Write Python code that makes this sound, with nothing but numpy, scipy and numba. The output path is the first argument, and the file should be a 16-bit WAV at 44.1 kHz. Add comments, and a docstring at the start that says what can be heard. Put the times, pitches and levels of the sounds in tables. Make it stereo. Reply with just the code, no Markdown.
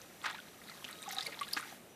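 """Open-air hush, a cricket's trill and a thin run of water are heard first; then a rag is swished in a plastic
bucket of water outdoors and lifted so that it drains back and onto the ground.
Water sounds are sums of decaying sines, one per bubble: large bubbles ring out among a few weaker neighbours,
drops and ticks free a few, splashes burst into dense clouds. Spray and open air are filtered noise; cricket,
a faint tone and a knock on the bucket wall are sines. Bucket mouth and wall colour and echo the bubbles."""
import sys
import numpy as np
from scipy import signal
from scipy.fft import rfft, irfft, next_fast_len
from scipy.io import wavfile
from scipy.ndimage import uniform_filter1d
from numba import njit

SR = 44100
rng = np.random.default_rng(int(sys.argv[2]) if len(sys.argv) > 2 else 0)


def wrap_up_sound(samples):
    """Save the sound to the file named by the first command line argument, as 16-bit audio."""
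    columns = np.atleast_2d(samples).T
    # keep every value between -1 and 1, then stretch to whole-number steps
    tamed = np.clip(columns, -1, 1)
    steps = np.round(tamed * 32767).astype(np.int16)
    wavfile.write(sys.argv[1], SR, steps)


def volts(x):
    """Linear amplitude factor 10**(x/20) for a level x in dB, scalar or array-like."""
    e = np.asarray(x, float) / 20
    return 10 ** e


N = 85995  # length in samples

# Levels of bubbles, drops, ticks, splashes and running water are set ahead of the bucket's colour and echo.
# Water running off: (time [s], level [dB])
RUNNING_WATER = [(0, -54), (.18, -60.5), (.25, -41.5), (.42, -52), (.6, -61), (.7, -48.5), (.82, -54),
                 (.9, -51), (1.0, -53.5), (1.1, -44.5), (1.25, -45.5), (1.36, -49.5), (1.45, -50.5),
                 (1.6, -45), (1.72, -49), (1.79, -63.5), (1.95, -80)]
# Steady treble hiss of the spray: (time [s], level [dB])
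SPRAY_HISS = [(0, -58), (.6, -58), (.7, -55.5), (1.0, -55), (1.37, -56), (1.55, -53), (1.74, -54),
              (1.8, -59.5), (1.95, -62.5)]
# Spectrum of the open air: (frequency [Hz], relative density [dB per Hz])
AIR_SPECTRUM = [(15, -56), (25, -19), (196, 1), (462, -3.5), (769, -4.5), (952, -11.5), (2180, -12),
                (3830, -15.5), (6040, -40), (15000, -31.5)]
# Open air over time: (time [s], level [dB])
AIR_OVER_TIME = [(0, -55), (1.95, -55)]
# Likeness of the left and right air: (frequency [Hz], correlation [-1..1])
AIR_LIKENESS = [(60, 0.079), (300, 0.43), (1000, 0.13), (4000, -0.57), (12000, -0.17)]
# Cricket trills: (start [s], end [s], level [dB])
CRICKET_TRILLS = [(0, 0.25, -70.5), (0.373, 0.63, -69), (0.68, 0.895, -69.5), (0.962, 1.11, -66),
                  (1.64, 1.733, -64), (1.887, 1.96, -68)]
# Fundamental of a faint steady tone: (time [s], level [dB])
TONE_LEVEL = [(.68, -78), (.97, -61.5), (1.05, -59), (1.2, -56), (1.27, -81)]
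# Splashes: (time [s], level [dB], centre pitch [Hz], pitch spread [octaves], decay [s])
SPLASH_EVENTS = [(.24, -27, 1870, 0.52, 0.011), (.262, -25, 1920, 0.63, 0.022),
                 (.297, -31.5, 1860, 0.7, 0.0074), (.311, -42, 2060, 1.2, 0.0042),
                 (0.346, -36, 2060, 0.4, 0.0079), (0.886, -37.5, 1920, 0.49, 0.025),
                 (1.087, -33, 3660, 0.39, 0.033), (1.191, -28, 4520, 0.77, 0.066),
                 (1.26, -40.5, 512, 0.12, .04), (1.272, -34.5, 2130, 0.11, .004),
                 (1.429, -29.5, 2850, 0.11, 0.0079), (1.18, -32, 2650, 0.79, .015),
                 (1.318, -33, 2230, 0.18, 0.016), (1.41, -34, 2060, 0.51, 0.0057),
                 (1.566, -21.5, 1910, 0.43, 0.0063), (1.57, -28, 3800, 0.89, 0.014),
                 (1.615, -37, 1880, 0.22, 0.061)]
# Drops hitting the surface: (time [s], level [dB], pitch [Hz], left minus right [dB])
DROP_HITS = [(0.2467, -24, 1380, 1), (0.2575, -17, 2030, 0), (0.2603, -18, 1540, 2), (0.299, -28, 1600, 2),
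             (0.4843, -41.5, 3860, -4), (0.6389, -40, 3480, -6), (0.682, -36.5, 3630, 2),
             (0.697, -31, 4120, 2), (0.8439, -23.5, 2720, 12.5), (0.8485, -28.5, 2950, -19),
             (0.8805, -32.5, 3120, -5), (0.8878, -35, 2010, 7), (0.9285, -29.5, 3740, -6),
             (0.9877, -34.5, 3470, -5), (1.0275, -34, 3590, -7), (1.115, -45, 4200, -7),
             (1.1283, -35.5, 3640, -12), (1.132, -32, 5260, 14), (1.1668, -28, 3840, 1),
             (1.1846, -22, 3800, -5.5), (1.2082, -21.5, 3760, -7), (1.2267, -25, 4900, 7.5),
             (1.232, -44, 4940, 18), (1.267, -24, 4290, -3), (1.391, -29, 3860, -5.5),
             (1.4805, -34, 3880, -6), (1.5105, -33.5, 3740, -6), (1.534, -19.5, 4910, 9.5)]
# Fine spray ticks: (time [s], level [dB], pitch [Hz], left minus right [dB])
SPRAY_TICKS = [(0.2583, -55, 7600, -3), (0.3101, -36, 7500, -5), (0.8878, -38, 11100, 0.5),
               (0.9108, -30.5, 10200, 6), (1.0205, -31.5, 7800, -6), (1.0278, -32, 8400, -5),
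               (1.0353, -33, 6860, 6), (1.09, -25, 6360, 9), (1.1095, -37, 6500, 2),
               (1.1147, -30, 12800, 13), (1.1235, -26, 6050, 8), (1.128, -28, 10700, 0),
               (1.1493, -29, 9500, -3), (1.2525, -34, 8700, -7), (1.2632, -35, 11000, -2),
               (1.2675, -27.5, 9900, 1), (1.412, -26, 9000, -7), (1.5317, -18, 10640, 7),
               (1.609, -34.5, 8700, -12)]
# Large bubbles: (time [s], level [dB], pitch [Hz], ring t60 [s])
LARGE_BUBBLES = [(0.343, -42.5, 934, 0.016), (0.388, -39, 1496, 0.011), (0.694, -46.5, 1340, 0.017),
                 (0.716, -51, 1996, 0.03), (0.904, -49, 1310, 0.029), (1.06, -42.5, 1128, 0.029),
                 (1.077, -37, 798, 0.018), (1.091, -44.5, 744, 0.031), (1.129, -41, 770, 0.023),
                 (1.167, -38, 770, 0.03), (1.185, -41, 1247, 0.02), (1.19, -43.5, 756, 0.033),
                 (1.22, -41.5, 2014, 0.021), (1.2628, -29.5, 2216, 0.011), (1.412, -28.5, 1140, 0.0262),
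                 (1.483, -47, 1673, 0.017), (1.723, -44.5, 724, 0.014)]
# Knock on the bucket wall: (time [s], level [dB], pitch [Hz], ring t60 [s])
WALL_KNOCK = [(1.566, -34, 299, 0.036)]
# Colour that the bucket mouth gives the water: (frequency [Hz], gain [dB])
MOUTH_GAIN = [(120, -26), (550, -1), (850, 2.5), (2000, 0), (2900, -3.5), (3900, 2), (5500, -2),
              (14000, 2.5)]


def over_time(table, column):
    """Linear interpolation: one column of a table at every sample."""
    a = np.array(table, float)
    return np.interp(np.arange(N) / SR, a[:, 0], a[:, column])


def on_hz(table, hz):
    """Spectral interpolation: a table read on a logarithmic frequency axis."""
    a = np.array(table, float)
    return np.interp(np.log(hz + 1), np.log(a[:, 0]), a[:, 1])


def band(lo_hz, hi_hz):
    """Filtered noise: two unrelated band noises with a joint rms of 1."""
    bandpass = signal.butter(2, [lo_hz, hi_hz], "band", fs=SR, output="sos")
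    noise = signal.sosfilt(bandpass, rng.standard_normal((2, N)))
    return noise / noise.std()


@njit
def ring(g, sr, n):
    """Damped oscillation: each grain swells, rings as its pitch glides, and decays."""
    # grain: (time [s], pitch [Hz], t60 [s], rise [s], glide [1/s], left gain, right gain, decay shape)
    out = np.zeros((2, n))
    for r in range(len(g)):
        start, phase = int(g[r, 0] * sr), 0.
        for j in range(min(int(g[r, 2] * sr), n - start)):
            t = j / sr
            hz = min(g[r, 1] * (1 + g[r, 4] * t), .45 * sr)
            phase += 6.2831853 * hz / sr
            decay = np.exp(-6.9 * (t / g[r, 2]) ** g[r, 7])
            swell = 1 - np.exp(-t / g[r, 3])
            v = np.sin(phase) * decay * swell
            out[0, start + j] += g[r, 5] * v
            out[1, start + j] += g[r, 6] * v
    return out


def grains(s, hz, cycles, db, pan_db, rise=.07, glide=.2, shape=1.):
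    """Scaling of oscillators: t60 in cycles, rise as a share of t60, glide as pitch share gained over t60."""
    hz = np.clip(hz, 100, 14000)
    t60 = np.maximum(cycles, 1) / hz
    left, right = volts(db + pan_db / 2), volts(db - pan_db / 2)
    columns = np.broadcast_arrays(np.maximum(s, 0), hz, t60, t60 * max(rise, 1e-3), glide / t60,
                                  left, right, shape)
    return np.column_stack(columns)


def cluster(s, db, hz, pan_db, length, octaves, count, cycles, scatter_db, pan_scatter_db,
            rest_db=0, rise_s=0):
    """Exponential arrivals: a leading bubble on the given pitch, the rest thinning out and fading."""
    u, z = rng.random((count, 3)).T, rng.standard_normal((count, 3)).T
    rest = np.minimum(np.arange(count), 1)  # 0 for the leading bubble, 1 for the others
    late = -np.log(1 - .95 * u[0]) * rest
    times = s + late * length + rise_s * u[2]
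    pitches = hz * 2 ** (rest * octaves * 1.96 * np.tanh(z[0] / 2.18))
    levels = db + rest * (rest_db - 4 * late + scatter_db * z[1])
    pans = pan_db + rest * pan_scatter_db * z[2]
    return grains(times, pitches, cycles * (1 + rest * (u[1] - .5)), levels, pans)


def bursts(events, db):
    """Exponential decay: an envelope set off by each event, db relative to the event's level."""
    t60_s = 0.038
    hits = np.zeros(N)
    for e in events:
        hits[int(e[0] * SR)] += volts(e[1] + db)
    return signal.lfilter([1], [1, -np.exp(-np.log(1000) / (t60_s * SR))], hits)


def trickle(count=4500):
    """Superposition of many small bubbles: levels follow the running water, a few stand out as patter."""
    u, z = rng.random((count, 3)).T, rng.standard_normal((count, 2)).T
    i = (u[0] * (N - 1)).astype(int)
    stand_out_db = -3.5 * np.log(1 - u[2])
    db = over_time(RUNNING_WATER, 1)[i] - 4 + stand_out_db
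    pitches = 2700 * 2 ** (0.704 * z[0])
    return grains(u[0] * N / SR, pitches, 14 * (0.61 + u[1]), db, 5 * z[1])


def spray():
    """Band noise under envelopes: steady hiss, bright bursts at ticks, duller at drops and splashes."""
    crack_db, splash_hiss_db = -24.5, -19  # relative to the level of each event
    steady = band(2000, 16400) * volts(over_time(SPRAY_HISS, 1))
    bright = band(3200, 14500) * bursts(SPRAY_TICKS, crack_db)
    splash_envelope = uniform_filter1d(bursts(SPLASH_EVENTS, splash_hiss_db), size=150)
    dull = band(2400, 6600) * (splash_envelope + bursts(DROP_HITS, crack_db))
    return steady + bright + dull


def air():
    """Partly correlated noise: a hush whose mid and side shares set the likeness of left and right."""
    hz = np.arange(N // 2 + 1) * SR / N
    likeness = np.clip(on_hz(AIR_LIKENESS, hz), -.95, .95)
    mid, side = rfft(rng.standard_normal((2, N))) * volts(on_hz(AIR_SPECTRUM, hz))
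    mid = irfft(mid * np.sqrt(1 + likeness), N)
    side = irfft(side * np.sqrt(1 - likeness), N)
    x = np.array([mid + side, mid - side])
    return x / x.std() * volts(over_time(AIR_OVER_TIME, 1))


def cricket():
    """Amplitude modulation: a high sine throbs at the stroke rate within smoothed trills."""
    pitch_hz, strokes_hz, stroke_depth = 5895, 275, 0.17
    t = np.arange(N) / SR
    trills = sum(volts(db) * ((t > a) & (t < b)) for a, b, db in CRICKET_TRILLS)
    gate = uniform_filter1d(trills, size=900)
    throb = 1 + stroke_depth * np.cos(2 * np.pi * strokes_hz * t)
    chirp = gate * throb * np.sin(2 * np.pi * pitch_hz * t)
    return chirp * volts(np.array([[1.5], [-1.5]]))  # left 3 dB above right


def tone():
    """Harmonic addition: a faint steady fundamental with its third partial."""
    pitch_hz, third_db = 1260, 0.5  # third partial relative to the fundamental
    phase = 2 * np.pi * pitch_hz * np.arange(N) / SR
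    return volts(over_time(TONE_LEVEL, 1)) * (np.sin(phase) + volts(third_db) * np.sin(3 * phase))


def splashes():
    """Bubble clouds of many sizes: the small, short ones are set louder so that the cloud stays bright."""
    grain_db, rise = -9, .6  # one bubble relative to the splash; build-up as a share of the decay
    clouds = []
    for s, db, hz, octaves, decay in SPLASH_EVENTS:
        g = cluster(s, db + grain_db, hz, 0, decay, octaves, count=180, cycles=8.5,
                    scatter_db=2.5, pan_scatter_db=6.5, rise_s=rise * decay)
        g[:, 5:7] *= np.sqrt(g[:, 1:2] / hz)
        clouds.append(g)
    return np.vstack(clouds)


def drops():
    """Entrained bubbles: each drop frees a few near one size."""
    spread_s, ring_t60_s = .003, .005
    return np.vstack([cluster(s, db, hz, pan, spread_s, 0.11, count=6, cycles=ring_t60_s * hz,
                              scatter_db=4.5, pan_scatter_db=3.5, rest_db=-5)
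                      for s, db, hz, pan in DROP_HITS])


def snaps():
    """Broadband impact: very short grains spread over octaves as each drop or tick lands."""
    return np.vstack([cluster(s, db - 10, hz * 1.6, pan, 0.0013 / 4, .5, count=4, cycles=5,
                              scatter_db=2, pan_scatter_db=4)
                      for s, db, hz, pan in DROP_HITS + SPRAY_TICKS])


def ticks():
    """Small-bubble resonance: spray ticks spread wider in pitch than drops."""
    return np.vstack([cluster(s, db, hz, pan, 0.0013, 0.23, count=6, cycles=18.8,
                              scatter_db=2.5, pan_scatter_db=12.5, rest_db=-8.5)
                      for s, db, hz, pan in SPRAY_TICKS])


def bubbles():
    """Bubble resonance: near-pure tones swell, hold and collapse, among a few smaller neighbours."""
    s, db, hz, t60 = np.array(LARGE_BUBBLES).T
    large = grains(s, hz, t60 * hz, db, 0, rise=.14, glide=.01, shape=3.2)
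    neighbours = [cluster(s, db - 11, hz * 1.24, 0, t60 / 4, 0.46, count=5, cycles=9.6,
                          scatter_db=4, pan_scatter_db=8)
                  for s, db, hz, t60 in LARGE_BUBBLES]
    return np.vstack([large] + neighbours)


def knock():
    """Damped wall mode: a low sine at constant pitch rings and dies away."""
    s, db, hz, t60 = np.array(WALL_KNOCK).T
    return ring(grains(s, hz, t60 * hz, db, 0, rise=0.071, glide=0), 1. * SR, N)


def mouth(x):
    """Linear filtering: the bucket mouth thins the bass and shapes the treble."""
    m = next_fast_len(N)
    hz = np.arange(m // 2 + 1) * SR / m
    return irfft(rfft(x, m) * volts(on_hz(MOUTH_GAIN, hz)), m)[:, :N]


def bucket(x):
    """Reflection: a slap from the bucket wall and a short diffuse tail join the direct sound."""
    echo_s, echo_db, tail_t60_s, tail_db = .0048, -14, .12, -11
    t = np.arange(int(.25 * SR)) / SR
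    tail = rng.standard_normal((2, len(t))) * np.exp(-np.log(1000) * t / tail_t60_s) * (t > .002)
    h = volts(tail_db) * tail / np.sqrt(np.sum(tail ** 2, axis=1, keepdims=True))
    h[:, 0] += 1  # direct sound
    h[:, int(echo_s * SR)] += volts(echo_db)
    return signal.fftconvolve(x, h, axes=1)[:, :N]


def scene():
    """Superposition: water inside the bucket, the knock, spray and surroundings."""
    water_grains = np.vstack([trickle(), splashes(), drops(), snaps(), ticks(), bubbles()])
    water = bucket(mouth(ring(water_grains, 1. * SR, N)))
    return water + spray() + air() + cricket() + tone() + knock()


def band_limit(x):
    """A steep low-pass at the top of the band."""
    return signal.sosfilt(signal.butter(12, 15630, fs=SR, output="sos"), x)


def record(dry):
    """Elliptic low-pass filtering: the top of the spectrum is cut steeply at 14550 Hz."""
    low_pass = signal.ellip(6, .5, 32, 14550, fs=SR, output="sos")
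    mix = signal.sosfilt(low_pass, dry)
    return band_limit(mix)


dry = scene()
out = record(dry)
wrap_up_sound(out)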